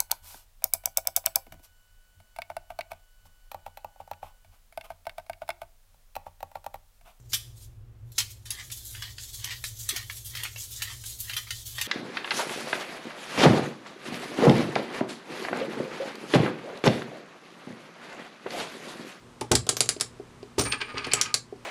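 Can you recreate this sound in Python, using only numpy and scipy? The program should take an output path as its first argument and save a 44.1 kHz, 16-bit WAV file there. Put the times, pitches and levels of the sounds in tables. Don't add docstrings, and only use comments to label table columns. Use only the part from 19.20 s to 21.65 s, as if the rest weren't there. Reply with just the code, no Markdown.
import sys
import numpy as np
from scipy import signal
from scipy.fft import rfft, irfft
from scipy.io import wavfile

SR = 44100
rng = np.random.default_rng(int(sys.argv[2]) if len(sys.argv) > 2 else 0)


def transcribe(u):
    v = np.clip(np.atleast_2d(u).T, -1, 1)
    q = np.round(v * 32767).astype(np.int16)
    wavfile.write(sys.argv[1], SR, q)


N = 108045
TIME, T = np.arange(N) / SR, np.arange(SR // 2) / SR
CHATTER_S, CHATTER_TILT_DB = 0.0078, -1
PAWL_WIDTH_HZ = 600
# (frequency [Hz], level [dB])
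STEEL = [(100, -30), (850, -30), (1150, -1), (1380, -10.5), (1600, 0), (1870, -6.5), (2200, -1.5),
         (2600, -2), (3800, 2.5), (5300, 3), (6100, 2), (7100, 2), (8500, -2), (10200, -1.5), (11200, -9.5),
         (13500, -16.5), (16000, -24.5)]
# (frequency [Hz], level [dB])
HOUSING = [(100, -12), (400, -3), (720, -10.5), (900, -0.5), (1030, -4.5), (1220, 7), (1350, -8.5),
           (1620, 3), (1900, -4), (2400, 3), (3200, -6.5), (3700, -11.5), (4800, -9), (5600, -22),
           (9000, -33), (15000, -59)]
# (time [s], level [dB])
DRAG = [(1.38, -50), (1.44, -62), (1.50, -47.5), (1.58, -50), (1.66, -50), (1.70, -39), (1.735, -52),
        (1.775, -33.5), (1.82, -44.5), (1.87, -37), (1.895, -44), (1.925, -38), (1.985, -35), (2.04, -42.5),
        (2.11, -43.5), (2.135, -67)]


def amp(db):
    return 10 ** (np.asarray(db) / 20)


def read(points, hz):
    f, value = np.transpose(points)
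    return np.interp(np.log(hz + 1), np.log(f + 1), value)


def fader(points, outside_db=None):
    return amp(np.interp(TIME, *np.transpose(points), left=outside_db, right=outside_db))


def evened(x):
    return x / np.sqrt(np.mean(x ** 2) + 1e-20)


def unit(x):
    return x / np.sqrt(np.sum(x ** 2) / (.005 * SR) + 1e-20)


def add(mix, s, sound):
    part = mix[max(round(s * SR), 0):][:len(sound)]
    part += sound[:len(part)]


def through(x, response):
    return signal.fftconvolve(x, response)[:len(x)]


def colour(x, points, tilt_db=0, peaks=(), size=4096):
    hz = abs(np.fft.fftfreq(size, 1 / SR))
    db = read(points, hz) + tilt_db * np.log2(np.clip(hz, 100, 5000) / 1000)
    boost = sum(amp(lift) ** 2 / (1 + (2 * (hz - centre) / width) ** 2) for centre, width, lift in peaks)
    db += 10 * np.log10(1 + boost)
    spectrum = np.exp(np.conj(signal.hilbert(np.log(amp(db)))))
    return through(x, np.fft.ifft(spectrum).real[:size // 2])


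def burst(decay_s, rise_s=0):
    fade = np.exp(-T / decay_s) * np.minimum(T / max(rise_s, 1e-5), 1)
    x = rng.standard_normal(len(T)) * fade
    for _ in range(4):
        z = rfft(x)
        x = irfft(z / (abs(z) + 1e-12), len(T)) * np.sqrt(fade)
    return unit(x)


def ring(modes, rise_s=0.002):
    sines = sum(amp(db - 60 * T / t60) * np.sin(2 * np.pi * (hz * T + rng.random()))
                for hz, db, t60 in modes)
    return unit(sines * np.minimum(T / rise_s, 1))


def grains(per_s=2500, spread_db=3.5):
    slips = rng.choice([-1, 1], N) * amp(spread_db * np.minimum(rng.exponential(1, N), 4))
    return slips * (rng.random(N) < per_s / SR)


def background():
    # (frequency [Hz], level [dB])
    air_tone = [(15, -39.5), (25, -10.5), (180, -7), (249, -12), (405, -11), (560, -14), (714, -18),
                (1070, -14.5), (1480, -19.5), (9320, -33.5), (16000, -53.5)]
    # (frequency [Hz], level [dB])
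    partials = [(120, -51.5), (240, -52), (356, -60.5)]
    # (time [s], gain [dB])
    ride = [(2.12, -7), (2.22, -10.5), (2.45, -6.5)]
    air = irfft(rfft(rng.standard_normal(N)) * amp(read(air_tone, np.fft.rfftfreq(N, 1 / SR))), N)
    hum = sum(amp(db) * evened(np.sin(2 * np.pi * (hz * TIME + rng.random()))) for hz, db in partials)
    return (amp(-46) * evened(air) + hum) * fader(ride)


def ticks():
    # (time [s], level [dB], resonance [Hz], base tap [dB])
    cues = [(0.2108, -33, 9700, 1), (0.4672, -37, 3360, 3), (0.5678, -25.5, 6100, -7.5),
            (0.659, -37.5, 6800, -4), (0.7998, -33, 4970, -12), (1.3944, -23, 5900, -2.5),
            (1.411, -27, 6060, 0), (1.437, -34, 6540, -11), (1.8674, -42.5, 10300, 9.5)]
    out = np.zeros(N)
    for s, db, hz, base_db in cues:
        chatter = unit(colour(burst(CHATTER_S), STEEL, CHATTER_TILT_DB, [(hz, PAWL_WIDTH_HZ, 7)]))
        add(out, s, amp(db) * (chatter + amp(base_db) * base_tap()))
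    return out


def base_tap():
    # (frequency [Hz], level [dB])
    tap_tone = [(60, -26.5), (120, 3.5), (220, -13), (350, -2.5), (480, 1), (600, -7), (700, -1),
                (830, -12.5), (1500, -12), (8000, -79)]
    return unit(colour(burst(decay_s=0.0041, rise_s=.002), tap_tone))


def base_clunks():
    # (time [s], level [dB], bass weight [dB/octave], decay [s], block thud [dB])
    cues = [(0.2109, -26.5, -4, 0.01, -6), (.3120, -17.5, 1, .0053, 0), (0.3244, -18.5, -1, 0.01, -16),
            (.335, -21.5, 5, 0.028, -3), (1.3807, -22.5, -2.5, 0.0044, 5), (1.3920, -22, 0, 0.007, -12),
            (1.407, -36, 1.5, 0.008, -29), (1.741, -36.5, 4.5, 0.017, 0.5), (1.87, -36.5, 4, 0.029, -1)]
    # (frequency [Hz], level [dB])
    wood_tone = [(15, -59), (35, -35.5), (75, -1), (160, -6), (340, -1.5), (500, -4), (700, -9),
                 (870, -6.5), (1300, -22.5), (3000, -24.5), (6000, -36), (14000, -62.5)]
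    # (frequency [Hz], level [dB], t60 [s])
    board_modes = [(114.6, -4.5, 0.19), (180.5, -1.5, 0.09), (246, 6, 0.059), (338, 2, .1), (410, 0.5, .04),
                   (520, -15, 0.043), (879, 0, 0.082), (1193, -11, 0.079)]
    out = np.zeros(N)
    for s, db, weight_db, decay_s, block_db in cues:
        weighted = [(hz, level - weight_db * np.log2(hz), t60) for hz, level, t60 in board_modes]
        board = amp(2) * ring(weighted, rise_s=0.0057)
        impact = unit(colour(burst(decay_s, rise_s=0.0032), wood_tone, -weight_db))
        thud = amp(block_db) * ring([(356.7, 0, 0.032)], rise_s=0.017)
        add(out, s, amp(db) * (unit(impact + board) + thud))
    return out


def ratchet():
    # (time [s], level [dB], pawl pitch [Hz], pawl lift [dB], wheel pitch [Hz],
    # wheel lift [dB], tip lift [dB], base tap [dB], chatter against contact [dB])
    snaps = [(.3160, -16, 4840, -8, 8000, 3, -2, -3.5, 36),
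             (0.3523, -14, 4900, 6.5, 7700, 10, 4.5, -16.5, 11),
             (0.4908, -15, 4540, -0.5, 7600, 10.5, 7.5, -10.5, 4),
             (0.6058, -13.5, 4820, 6.5, 7570, 9, 10.5, -12.5, -3.5),
             (.6902, -16, 4980, 7, 7600, 4.5, 10, -16, -3), (0.8095, -19, 5130, 5, 7540, 4, 8.5, -15, 3),
             (1.9349, -14, 2930, 8, 7750, 12.5, 3, -12.5, 2),
             (2.0129, -15, 5700, 6, 7050, 4.5, -21, -28.5, 10),
             (2.1416, -15, 4280, 8.5, 7200, 6.5, 5.5, -18.5, -0.5)]
    # (delay [s], level [dB])
    bench_echoes = [(.0037, -10.5), (.0074, -11)]
    wheel_width_hz, tip_hz, tip_width_hz = 600, 9600, 1000
    out = np.zeros(N)
    for s, db, pawl_hz, pawl_db, wheel_hz, wheel_db, tip_db, base_db, chatter_db in snaps:
        peaks = [(pawl_hz, PAWL_WIDTH_HZ, pawl_db), (wheel_hz, wheel_width_hz, wheel_db),
                 (tip_hz, tip_width_hz, tip_db)]
        contact = unit(colour(burst(decay_s=0.0013, rise_s=0.000514), STEEL, peaks=peaks))
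        chatter = amp(chatter_db) * unit(colour(burst(CHATTER_S), STEEL, CHATTER_TILT_DB, peaks))
        add(out, s, amp(db) * (unit(contact + chatter) + amp(base_db) * base_tap()))
        for delay_s, echo_db in bench_echoes:
            scatter_s = .0005 * rng.uniform(-1, 1)
            echo = unit(colour(burst(decay_s=0.0015), STEEL, CHATTER_TILT_DB, peaks))
            add(out, s + delay_s + scatter_s, amp(db + echo_db) * echo)
    add(out, .5672, amp(-38) * ring([(12300, 0, 0.08)]))
    return out


def handle_knocks():
    # (time [s], level [dB], pitch [Hz], metal tick [dB])
    cues = [(.53, -35, 402, -16), (0.764, -34, 359, -11), (0.9979, -32.5, 386, -33),
            (1.2283, -35, 383, -14), (1.622, -40.5, 388, -20), (1.742, -37, 485, -13),
            (1.869, -37, 437, -24), (2.3247, -31.5, 397, -37), (2.3585, -40.5, 395, -23)]
    # (multiple of the pitch, level [dB], t60 [s])
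    modes = [(0.999, 0, 0.023), (1.8, -10.5, 0.021)]
    out = np.zeros(N)
    for s, db, hz, tick_db in cues:
        bump = ring([(hz * multiple, level, t60) for multiple, level, t60 in modes], rise_s=0.0048)
        tick = unit(colour(burst(CHATTER_S), HOUSING, tilt_db=16))
        add(out, s, amp(db) * (bump + amp(tick_db) * tick))
    return out


def coin():
    # (time [s], level [dB])
    jangle = [(1.378, -58), (1.388, -25.5), (1.42, -41), (1.445, -50), (1.46, -40), (1.48, -47),
              (1.52, -74)]
    # (time [s], level [dB], t60 [s])
    hits = [(1.3942, -29, 0.037), (1.4125, -26, 0.26), (1.4480, -31, 0.11), (1.482, -30.5, 0.24),
            (1.524, -33.5, 0.037), (1.556, -43.5, 0.84), (1.775, -52.5, 0.9), (1.845, -48, 0.81)]
    # (frequency [Hz], level [dB])
    modes = [(8882, 1), (8912, 0.5), (8975, -9), (14830, -17), (14890, -23)]
    out = fader(jangle, outside_db=-120) * evened(colour(grains(), STEEL))
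    for s, db, t60 in hits:
        add(out, s, amp(db) * ring([(hz, level, t60) for hz, level in modes], rise_s=0.0027))
    return out


def scrape():
    # (time [s], level [dB], rise [s], decay [s], brightness [dB/octave])
    catches = [(1.388, -43, 0.005, 0.014, 16), (1.46, -33.5, 0.0027, 0.0091, 26.5),
               (1.47, -26.5, 0.0087, 0.0075, -3.5), (1.524, -21, 0.0023, 0.0049, 12),
               (1.5351, -24.5, .003, 0.0085, 0), (1.618, -23.5, 0.0054, 0.0049, 3.5),
               (1.689, -43, 0.004, 0.025, -1.5), (1.7820, -29, 0.0014, 0.0025, 11),
               (1.848, -28, 0.0021, 0.0045, 8), (1.919, -25, 0.0018, 0.0048, 10.5),
               (2.066, -33.5, 0.0056, 0.0029, 7.5)]
    rub = fader(DRAG, outside_db=-120) * evened(colour(grains(), HOUSING))
    for s, db, rise_s, decay_s, tilt_db in catches:
        age = TIME - s
        swell = np.exp(-np.where(age < 0, (age / (2 * rise_s)) ** 2, age / decay_s))
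        rub += amp(db) * unit(swell * colour(grains(), HOUSING, tilt_db))
    return rub + amp(-7.5) * np.std(rub) * housing_ring(rub)


def housing_ring(rub, step_s=.06, detune_per_khz=.012, spread_db=4):
    # (frequency [Hz], level [dB], t60 [s])
    modes = [(930, -8, 0.24), (1216, 2.5, 0.14), (1490, 10, 0.036), (1704, 8, 0.082), (2090, 4, 0.044),
             (2400, 10.5, 0.064), (2740, -1, 0.0515), (3130, 7, .06), (5120, -4, 0.026)]
    out = np.zeros(N)
    for s in np.arange(DRAG[0][0], DRAG[-1][0], step_s):
        shifted = [(hz * (1 + detune_per_khz * hz / 1000 * rng.standard_normal()),
                    db + spread_db * rng.standard_normal(), t60) for hz, db, t60 in modes]
        crossfade = np.sqrt(np.maximum(1 - abs(TIME - s) / step_s, 0))
        out += through(rub * crossfade, ring(shifted))
    return evened(out)


def room(send, onset_s=0.0028):
    # (frequency [Hz], level [dB])
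    tone = [(200, 1.5), (1500, 4.5), (2800, -0.5), (5000, -1), (8000, -1.5), (14000, -5)]
    # (frequency [Hz], t60 [s])
    decay = [(100, 0.44), (300, 0.21), (1000, 0.15), (4000, .17), (8000, .18), (15000, 0.14)]
    hz, t, noise = signal.stft(rng.standard_normal(len(T)), SR, nperseg=256)
    fade = amp(read(tone, hz)[:, None] - 60 * t / read(decay, hz)[:, None])
    tail = signal.istft(noise * fade, SR, nperseg=256)[1][:len(T)]
    tail *= np.clip(T / onset_s - .5, 0, 1)
    return through(send, tail / np.linalg.norm(tail))


def scene():
    metal = ratchet() + ticks() + coin() + scrape()
    wood, knocks = base_clunks(), handle_knocks()
    tail = room(amp(-8.5) * metal + amp(-9) * wood + amp(-11.5) * knocks)
    return (metal + wood + knocks + tail + background())[None]


def record(dry, ceiling=.9, cutoff_hz=15450):
    lowpass = signal.firwin(255, cutoff_hz, window=("kaiser", 8), fs=SR)
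    return signal.oaconvolve(ceiling * np.tanh(dry / ceiling), lowpass[None], "same")


dry = scene()
out = record(dry)
transcribe(out)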